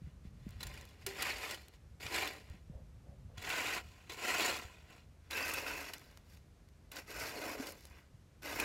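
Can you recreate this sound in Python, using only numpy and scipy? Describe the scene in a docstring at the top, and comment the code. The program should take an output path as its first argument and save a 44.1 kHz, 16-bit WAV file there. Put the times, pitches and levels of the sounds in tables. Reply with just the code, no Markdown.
"""A small plastic leaf rake, close to the microphone, is pulled again and again through dry grass and
straw in an open yard. Its tines catch, slip and spring free, stalks crackle and snap, and the fan rings
briefly. It works through loose straw, then at the heap, then on short stubble, where one tine judders.
A breeze bumps the low microphone; far off, a dog woofs three times over a faint drone."""
import sys
import numpy as np
from scipy import signal
from scipy.fft import rfft, irfft
from scipy.io import wavfile
from scipy.ndimage import uniform_filter1d

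SR = 44100
rng = np.random.default_rng(int(sys.argv[2]) if len(sys.argv) > 2 else 0)


def wrap_up_sound(samples):
    """Save the sound to the file named by the first command line argument, as 16-bit audio."""
    columns = np.atleast_2d(samples).T
    # keep every value between -1 and 1, then stretch to whole-number steps
    tamed = np.clip(columns, -1, 1)
    steps = np.round(tamed * 32767).astype(np.int16)
    wavfile.write(sys.argv[1], SR, steps)


N = 381024
TIME = np.arange(N) / SR
SHORT_TIME = TIME[:SR // 4]
FREQS = np.maximum(np.fft.rfftfreq(N, 1 / SR), 1)
FIRM_PULL_DB = -43   # scrape level of a firm pull; force_db is counted from here


def from_db(db):
    """Decibels to gain."""
    return 10 ** (np.asarray(db) / 20)


def rms_one(x):
    """Scale to unit power."""
    return x / np.sqrt(np.mean(x ** 2) + 1e-20)


def drift(per_s):
    """A random wander of unit power with about per_s turns a second."""
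    return rms_one(np.interp(TIME * per_s, np.arange(4096), rng.standard_normal(4096)))


def hump(middle_s, half_s):
    """Gain of a smooth rise and fall."""
    return np.exp(-np.minimum(((TIME - middle_s) / half_s) ** 2, 40))


def dying(t60):
    """A quarter second of decay, falling 60 dB in t60 seconds."""
    return from_db(-60 * SHORT_TIME / t60)


def band(x, low_hz, high_hz, order=3):
    """Causal band-pass."""
    return signal.sosfilt(signal.butter(order, [low_hz, high_hz], "band", fs=SR, output="sos"), x + 1e-18)


def colour(x, spectrum, resonances=()):
    """Minimum-phase filter: a smooth spectrum with resonances standing on it."""
    hz, db = np.transpose(spectrum)
    shape_db = np.interp(np.log(FREQS), np.log(hz), db)
    for centre, width, lift in resonances:
        shape_db = shape_db + lift / (1 + (2 * (FREQS - centre) / width) ** 2)
    cepstrum = irfft(np.log(from_db(shape_db)), N)
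    cepstrum[1:N // 2] *= 2
    cepstrum[N // 2 + 1:] = 0
    return irfft(rfft(x) * np.exp(rfft(cepstrum)), N)


def add(out, start, sound):
    """Mix a short sound in at start seconds."""
    at = round(start * SR)
    out[at:at + len(sound)] += sound[:max(N - at, 0)]


def clicks_at(per_s, spread_db):
    """Random clicks of uneven size, with the same power at any rate."""
    at = np.flatnonzero(rng.random(N) < per_s / SR)
    out = np.zeros(N)
    out[at] = from_db(spread_db * np.minimum(rng.exponential(1, N)[at], 4))
    out[at] *= np.sign(rng.random(N)[at] - .5)
    return out / np.sqrt(per_s)


def ring(clicks, hz, t60):
    """Each click sets a dying sine ringing."""
    radius, angle = from_db(-60 / (t60 * SR)), 2 * np.pi * hz / SR
    return signal.lfilter([0, np.sin(angle)], [1, -2 * radius * np.cos(angle), radius ** 2], clicks + 1e-18)


# Wind on the microphone. Each row: frequency in Hz, spectrum level in dB.
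WIND_SPECTRUM = [(12, -46), (20, -20.5), (49, 4), (107, -3), (135, -3.5), (248, -16.5), (375, -40.5),
                 (409, -44), (513, -16.5), (600, -27), (780, -65), (1320, -120)]
# Gusts. Each row: middle in seconds, half length in seconds, level in dB.
WIND_GUSTS = [(0.35, 0.45, -56.5), (1.25, .2, -60), (2.15, 0.21, -59), (3.1, .42, -56), (7.2, 0.18, -61.5),
              (8.6, 0.092, -63)]

def breeze(lull_db=-63.5, lumps_db=2.6):
    """Lumpy wind rumbles on the microphone, low over the ground."""
    blowing = from_db(lull_db) + sum(from_db(db) * hump(middle, half) for middle, half, db in WIND_GUSTS)
    lumps = from_db(lumps_db * drift(22))
    wind = colour(rng.standard_normal(N), WIND_SPECTRUM)
    return blowing * rms_one(band(wind, 41, 386) * lumps)


# The open air. Each row: frequency in Hz, spectrum level in dB.
AIR_SPECTRUM = [(15, -28.5), (25, -11.5), (53, -6.5), (80, -11), (130, -10.5), (575, -22), (641, -22.5),
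                (796, -26.5), (2410, -31.5), (3250, -35), (6210, -36.5), (14000, -45.5), (16000, -64)]

def yard(drone_db=-64.5, air_db=-71.5):
    """A low drone in the distance and faint, even air all round."""
    drone = rms_one(band(rng.standard_normal(N), 66.5, 87, order=2))
    air = colour(rng.standard_normal(N), AIR_SPECTRUM)
    air /= np.std(band(air, 300, 15000))
    return from_db(drone_db) * drone + from_db(air_db) * air


def thud(db, hz, t60, swell_t60=.0099):
    """A low tone that swells and dies."""
    return from_db(db) * np.sin(2 * np.pi * hz * SHORT_TIME) * dying(t60) * (1 - dying(swell_t60))


# Steps, gusts and dull knocks of the rake as it lands. Each row: start in seconds, level in dB, pitch in Hz.
DULL_BUMPS = [(0.018, -37.5, 151), (0.040, -40, 70.6), (0.071, -35, 140), (0.251, -37.5, 180),
              (0.272, -42, 67), (0.466, -30, 197), (0.491, -42, 92), (0.658, -39, 111), (1.05, -40, 100),
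              (2.056, -37.5, 132), (2.503, -38, 75), (2.543, -42.5, 183), (2.698, -34, 149),
              (2.753, -37.5, 70), (3.249, -42, 84.4), (3.38, -37, 90), (4.649, -42, 65),
              (8.141, -43.5, 114)]

def bumps(cycles=7.2):
    """Steps, gusts and the landing rake reach the microphone as soft pushes, a few low cycles each."""
    out = np.zeros(N)
    for start, db, hz in DULL_BUMPS:
        add(out, start, thud(db, hz, t60=cycles / hz))
    return out


def grains(clicks, t60, sharp, turns_db=5, count=5):
    """Several tines or stalks take the load in turn, and each rattles in its own way."""
    shares = np.array([from_db(turns_db * drift(18)) for _ in range(count)])
    shares /= np.sqrt(np.mean(shares ** 2, axis=0))
    owner = rng.integers(0, count, N)
    out = sharp * clicks
    for k, share in enumerate(shares):
        rattle = rng.standard_normal(len(SHORT_TIME)) * dying(t60)
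        rattle = rattle[:SR // 16] / np.linalg.norm(rattle)
        out += signal.oaconvolve(clicks * share * (owner == k), rattle)[:N]
    return out


def pings(per_s, low_hz, high_hz, cycles, spread_db):
    """Plucked stalks and tine tips, each at its own pitch, fall 60 dB over the given cycles."""
    out, t = np.zeros(N), TIME[:SR // 16]
    for when, pitch, size in rng.random((int(per_s * TIME[-1]), 3)):
        hz = low_hz * (high_hz / low_hz) ** pitch
        ping = np.sin(2 * np.pi * hz * t) * from_db(-60 * t * hz / cycles)
        add(out, when * TIME[-1], from_db(spread_db * size) * ping)
    return rms_one(out)


def contacts(force_db):
    """Tines stick and slip and crush straw; a harder pull makes more slips and plucks the tines harder."""
    effort = from_db(.25 * np.maximum(force_db, -20))
    slips = rms_one(grains(clicks_at(1600 * effort, spread_db=2), t60=.035, sharp=.51))
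    crackle = rms_one(grains(clicks_at(900 * effort, spread_db=2), t60=.044, sharp=.45))
    splinters = grains(clicks_at(110 * effort, spread_db=3.5), t60=.0099, sharp=.63, turns_db=.5, count=2)
    splinters = rms_one(band(splinters, 5100, 19000, order=1))
    tine_rings = effort * pings(per_s=150, low_hz=1099.6, high_hz=3422, cycles=113, spread_db=11.5)
    stalk_rings = pings(per_s=380, low_hz=3300, high_hz=14000, cycles=330, spread_db=16)
    tines = slips + from_db(-14) * tine_rings
    straw = crackle + .86 * slips + from_db(-7) * stalk_rings + from_db(-6) * splinters
    tufts = from_db(.9 * drift(38))   # the whole fan jerks over tufts
    return tufts * np.array([tines, straw])


def band_gains(scrape_db, rumble_db, straw_db):
    """A column of gains for rumble, scrape and straw; rumble and straw are relative to the scrape."""
    return from_db([[scrape_db + rumble_db], [scrape_db], [scrape_db + straw_db]])


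# Rustles. Each row: ground, middle and half length in seconds, scrape in dB, straw over scrape in dB.
STRAW_RUSTLES = [("loose", 0.07, .04, -73, -7), ("loose", 0.263, .025, -72, -4),
                 ("loose", 0.523, 0.12, -68.5, -5.5), ("loose", 1.028, 0.027, -64, -4.5),
                 ("loose", 1.745, .02, -70, 0), ("loose", 2.52, .06, -65.5, -9),
                 ("heap", 3.36, 0.013, -67, -12), ("heap", 3.87, 0.084, -66.5, -1),
                 ("heap", 4.02, 0.13, -66.5, -4), ("heap", 4.555, .03, -52, 4),
                 ("heap", 4.78, 0.099, -70, -7), ("heap", 4.945, 0.07, -61.5, -5.5),
                 ("stubble", 5.27, .035, -73, -10), ("stubble", 5.885, .015, -54, 0),
                 ("stubble", 6.07, 0.11, -70, 0), ("stubble", 6.325, 0.062, -70.5, 2),
                 ("stubble", 7.11, .03, -58, 2), ("stubble", 7.69, .035, -59, 4.7),
                 ("stubble", 7.78, 0.12, -69.5, 4.5), ("stubble", 7.95, 0.086, -65.5, -6.5)]

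def rustle_power(ground, rumble_db=-6.5):
    """Lifted straw shifts and settles: power in the three bands."""
    return sum((band_gains(db, rumble_db, straw_db) * hump(middle, half)) ** 2
               for on, middle, half, db, straw_db in STRAW_RUSTLES if on == ground)


# Modes of the unloaded fan. Each row: frequency in Hz, level in dB, t60 in seconds.
FAN_MODES = [(1420, 0, .04), (1915, 1, .035), (2900, 2, .03), (3470, 1, .035), (4060, 0, .03),
             (4700, -5, .035), (5550, -2, .025), (7120, -5, .03)]

def free_fan(force_db, relative_db=-14.5, follows=.68):
    """Straw tickles the tines; the ground damps them, so their ringing stands out at a light touch."""
    song = sum(from_db(db) * ring(clicks_at(150, spread_db=2.5), hz, t60) for hz, db, t60 in FAN_MODES)
    return from_db(FIRM_PULL_DB + relative_db + follows * force_db) * rms_one(song)


# Breaking stalks. Each row: start in seconds, relative level in dB, top of the band in Hz.
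STALK_SNAPS = [(0.491, -44.5, 14000), (0.507, -45, 14000), (0.812, -40, 9000), (0.853, -42, 12000),
               (1.6836, -41, 13000), (2.499, -47.5, 13000), (5.982, -39.5, 8940), (6.1737, -40, 7000),
               (6.373, -47, 3000), (6.688, -52, 7000), (7.722, -36, 14800), (7.8534, -37, 10000)]

def snaps(gain_db=7, tail_db=-9, tail_t60=.0087):
    """A dry stalk breaks close by, with one sharp click and a very short splintering tail."""
    out = np.zeros(N)
    for start, db, top_hz in STALK_SNAPS:
        crack = from_db(tail_db) * rng.standard_normal(len(SHORT_TIME)) * dying(tail_t60)
        crack[0] = 1
        tick = band(crack, 400, top_hz, order=1)
        add(out, start, from_db(db + gain_db) * tick / np.linalg.norm(tick))
    return out


# Pulls of the rake. Each row: ground, then start, swell, hold and release t60 in seconds, then scrape
# level, change over the hold, rumble over scrape and straw over scrape in dB.
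RAKE_PULLS = [("loose", 0.587, 0.038, .18, .85, -58.5, -2.1, -4.5, -3.5),
              ("loose", 1.125, .10, .07, 0.35, -42, 2.45, -9.5, -4.5),
              ("loose", 1.346, 0.092, 0.081, 0.41, -46.5, -2, -5.5, -1.6),
              ("loose", 2.089, 0.058, 0.088, 0.48, -39.7, -2, -5.5, -4),
              ("heap", 3.385, .125, .275, .12, -40.5, -2, -10.5, -5.5),
              ("heap", 4.1496, 0.14, .19, 0.58, -39, 1.34, -9, -4),
              ("stubble", 5.295, 0.083, .21, 0.38, -42.3, -2.8, -7, -4),
              ("stubble", 5.62, 0.052, 0.16, 0.7, -46, -3.5, -4.5, -3),
              ("stubble", 6.915, 0.051, .025, .15, -51, 0, -3.5, -3),
              ("stubble", 7.05, .16, .09, .26, -45.8, -1.1, -3.5, -2),
              ("stubble", 7.295, 0.094, .135, .33, -48.8, 1.6, 1.8, -3),
              ("stubble", 7.555, .05, .025, 0.41, -50.5, 0, 1.6, -2),
              ("stubble", 8.415, 0.049, .175, .4, -47.5, 5.1, -1.7, -4)]

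def pull_power(ground, swell_curve=1.12, rumble_follows=.82):
    """The tines dig in, drag at a nearly even force and lift out: power in the three bands."""
    power = np.zeros((3, N))
    for on, start, swell, hold, t60, db, change_db, rumble_db, straw_db in RAKE_PULLS:
        if on == ground:
            t = TIME - start
            dug_in = np.clip(t / swell, 0, 1) ** swell_curve
            held = np.clip((t - swell) / hold, 0, 1)
            released = np.clip((t - swell - hold) / t60, 0, 3)
            gain = dug_in * from_db(change_db * held - 60 * released)
            power += (band_gains(db, rumble_db, straw_db) * [gain ** rumble_follows, gain, gain]) ** 2
    return power


# Landings of the fan. Each row: ground, start in seconds, scrape level in dB, t60 in seconds.
FAN_LANDINGS = [("loose", 0.598, -56, 0.22), ("loose", 1.062, -46.5, 0.48), ("loose", 1.998, -52, .4),
                ("loose", 2.022, -47.5, 0.58), ("heap", 3.37, -55, .5), ("heap", 4.092, -46.5, 0.48),
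                ("stubble", 5.302, -47, .5), ("stubble", 6.912, -56, .5), ("stubble", 7.066, -60, .6),
                ("stubble", 8.418, -56, 0.54)]

def landing_power(ground, attack_s=.007):
    """The fan lands and beds into the straw: power in the three bands."""
    power = np.zeros((3, N))
    for on, start, db, t60 in FAN_LANDINGS:
        if on == ground:
            t = TIME - start
            gain = np.clip(t / attack_s, 0, 1) * from_db(-60 * np.clip(t / t60, 0, 2))
            power += (band_gains(db, rumble_db=-7.5, straw_db=-2.5) * gain) ** 2
    return power


# The scrape in loose straw, at the heap and on stubble. Each row: frequency in Hz, spectrum level in dB.
LOOSE_SPECTRUM = [(120, -44), (200, -5.5), (278, -0.5), (612, -0.5), (763, -17.5), (867, -13), (1000, -8.5),
                  (1210, -11), (2330, -1.5), (3760, -9.5), (4680, -5), (5840, -16.5), (7010, -21),
                  (12600, -16), (16000, -25)]
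HEAP_SPECTRUM = [(100, 0), (170, 1.5), (279, 7.5), (631, 5.5), (996, -5.5), (1210, -8), (1400, -2),
                 (2530, 3), (3700, -5), (4650, -6), (5950, -9.5), (7060, -8.5), (8380, -15), (12700, -14.5),
                 (16000, -19)]
STUBBLE_SPECTRUM = [(100, -57), (170, -13.5), (279, -0.5), (331, -2.5), (532, -1.5), (1180, -4.5),
                    (1490, -0.5), (1760, -3.5), (2580, -1), (3360, -10.5), (5520, -9.5), (7340, -17.5),
                    (8540, -18), (11800, -13.5), (16000, -19)]
# Fan resonances, which shift with the bend of the tines. Each row: centre and width in Hz, lift in dB.
LOOSE_RESONANCES = [(770, 104, 19), (1046, 45, 2.5), (1410, 94, 2), (1893, 85, 3), (2350, 290, 0.5),
                    (3550, 150, 5), (4050, 62, 3), (4650, 120, -3), (7160, 1600, 10.5)]
HEAP_RESONANCES = [(480, 90, 4.9), (730, 100, 7.1), (1042, 220, 8.9), (1385, 114, 7.6), (2520, 640, 2),
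                   (4170, 98, 3.7), (4750, 220, 3.1), (7070, 570, 2.4), (7700, 470, 5.5)]
STUBBLE_RESONANCES = [(281, 41, 2.3), (530, 66, 4.3), (1576, 160, 3.1), (2070, 460, 3.9), (2500, 140, 1.7),
                      (4620, 650, 4), (5420, 190, 3), (7200, 1500, 6.6), (12000, 590, 4)]

def raking(contact, gains):
    """The contacts sound through each ground and the fan: low rumble, tine scrape, straw on top."""
    out = np.zeros(N)
    for ground, spectrum, resonances in [("loose", LOOSE_SPECTRUM, LOOSE_RESONANCES),
                                         ("heap", HEAP_SPECTRUM, HEAP_RESONANCES),
                                         ("stubble", STUBBLE_SPECTRUM, STUBBLE_RESONANCES)]:
        slips, crackle = colour(contact, spectrum, resonances)
        rumble = rms_one(band(slips, 177, 785))
        scrape = rms_one(band(slips, 845, 3220, order=5))
        straw = rms_one(band(crackle, 3300, 19600, order=5))
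        out += np.sum(gains[ground] * [rumble, scrape, straw], axis=0)
    return out


# Tines springing free. Each row: start in seconds, level in dB, treble trim in dB, the tine's note in Hz,
# note trim in dB.
TINE_FLICKS = [(0.606, -38.5, -1, 4050, 1), (0.6295, -33, 4.5, 4050, 0), (0.668, -42, 8, 7200, 1),
               (0.738, -47, 3, 2900, -3), (0.7745, -44.5, -2, 2450, 2.5), (1.0635, -28.5, 7, 5150, -10),
               (1.2222, -28, 7, 3960, -3.5), (1.5087, -29.5, 0, 7200, -19), (1.5449, -35.5, -2, 2980, 0),
               (2.064, -31.5, -12, 2400, -2.5), (2.143, -30, 0, 2240, -12), (2.2734, -30.5, -1, 3550, -10),
               (3.3783, -40, -6, 3300, -4), (3.4479, -34.5, -18, 1470, -5), (3.5002, -29, -6, 2690, 2),
               (3.6034, -32, -2, 1900, -10), (4.0962, -35.5, -7, 2400, -7), (4.448, -31, -1, 2180, -2),
               (4.459, -27.5, 4, 7050, 1.5), (5.3084, -34, -4, 4060, -10), (5.33, -39, -11, 3920, 6),
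               (5.4955, -36, 8, 2530, -5), (5.5363, -35, 12, 2550, -5), (5.5835, -36, -7, 2540, 2),
               (5.9348, -32, 3, 2510, -10.5), (6.916, -45, 11.5, 2820, 1.5), (6.9664, -36, -11, 1496, -3),
               (7.669, -34, -1, 4650, -15), (8.5986, -28, 7.5, 2484, 5.5)]

def flicks(attack_t60=.004, chatter_s=.0022, rattle_t60=.044, note_t60=.038):
    """A freed tine chatters briefly; its own note and the modes of the fan die away with the rattle."""
    out, t = np.zeros(N), SHORT_TIME
    attack = 1 - dying(attack_t60)
    fade = from_db(-60 * np.maximum(t - chatter_s, 0) / rattle_t60)
    for start, level_db, treble_db, note_hz, note_db in TINE_FLICKS:
        noise = rng.standard_normal((2, len(t)))
        rattle = rms_one(band(noise[0], 720, 5300, order=2)) * fade
        crack = rms_one(band(noise[1], 4400, 15800, order=1)) * fade ** 1.27   # treble dies first
        note = np.sin(2 * np.pi * note_hz * t) * dying(note_t60)
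        fan = np.zeros(len(t))
        for hz, db, t60 in FAN_MODES:
            strength = from_db(db) * rng.uniform(.5, 1.5)
            fan += strength * np.sin(2 * np.pi * (hz * t + rng.random())) * dying(2 * t60)
        chatter = from_db(-12) * rattle + from_db(treble_db - 15) * crack
        ringing = from_db(note_db - 3) * note + from_db(-19) * fan
        add(out, start, from_db(level_db) * (chatter + ringing) * attack)
    return out


# Knocks of the rake head. Each row: start in seconds, level in dB, pitch in Hz, t60 in seconds.
HEAD_KNOCKS = [(1.068, -42, 390.5, .36), (1.068, -47, 480, .1), (4.097, -42, 332, 0.045),
               (7.598, -31, 270, .07)]

def knocks():
    """The rake head knocks on the ground near the microphone."""
    out = np.zeros(N)
    for start, db, hz, t60 in HEAD_KNOCKS:
        add(out, start, thud(db, hz, t60))
    return out


# The dog, far off. 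Each row: start and length in seconds, pitch in Hz, level in dB.
DOG_WOOFS = [(2.705, 0.13, 530, -64), (3.033, 0.13, 546, -66), (3.289, 0.063, 519, -65.5)]

def far_dog(roughness=.052, hoarse_db=-2):
    """Distance leaves little of each woof but an arching fundamental in a hoarse band."""
    out, waver = np.zeros(N), drift(160)
    hoarse = from_db(hoarse_db) * rms_one(band(rng.standard_normal(N), 430, 740, order=2))
    for start, length, hz, db in DOG_WOOFS:
        arch = np.sin(np.pi * np.clip((TIME - start) / length, 0, 1))
        pitch_hz = hz * (.92 + .099 * arch + roughness * waver)
        voice = np.sin(2 * np.pi * np.cumsum(pitch_hz) / SR)
        out += from_db(db) * np.sqrt(np.abs(arch)) * (voice + hoarse)
    return out


# Close modes of one tine. Each row: frequency in Hz, level in dB, t60 in seconds.
TINE_MODES = [(2564, 2, 0.055), (2632, 3, .05), (2690, -8, .05)]

def judder(force_db, start_s=5.31, end_s=5.96, relative_db=1, follows=1.2, fade_db_per_s=8):
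    """Quick slips on hard ground keep one tine singing, louder the harder the pull."""
    slips = clicks_at(500, spread_db=2.5)
    song = sum(from_db(db) * ring(slips, hz, t60) for hz, db, t60 in TINE_MODES)
    caught = uniform_filter1d(1.0 * ((TIME > start_s) & (TIME < end_s)), size=1000)
    damping_db = fade_db_per_s * np.maximum(TIME - start_s, 0)   # straw packs in and damps the tine
    return caught * from_db(FIRM_PULL_DB + relative_db + follows * force_db - damping_db) * rms_one(song)


def scene():
    """One low microphone, with the rake working close by and the quiet yard behind."""
    gains = {ground: np.sqrt(rustle_power(ground) + pull_power(ground) + landing_power(ground))
             for ground in ("loose", "heap", "stubble")}
    scrape_gain = sum(scrape for rumble, scrape, straw in gains.values())
    force_db = 20 * np.log10(scrape_gain + 1e-9) - FIRM_PULL_DB
    rake = raking(contacts(force_db), gains) + judder(force_db) + free_fan(force_db) + flicks() + knocks()
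    return (rake + snaps() + bumps() + far_dog() + breeze() + yard())[None]


def record(dry, cutoff_hz=15800):
    """The top of the treble is cut steeply."""
    return signal.sosfilt(signal.ellip(12, .1, 80, cutoff_hz, fs=SR, output="sos"), dry)


dry = scene()
out = record(dry)
wrap_up_sound(out)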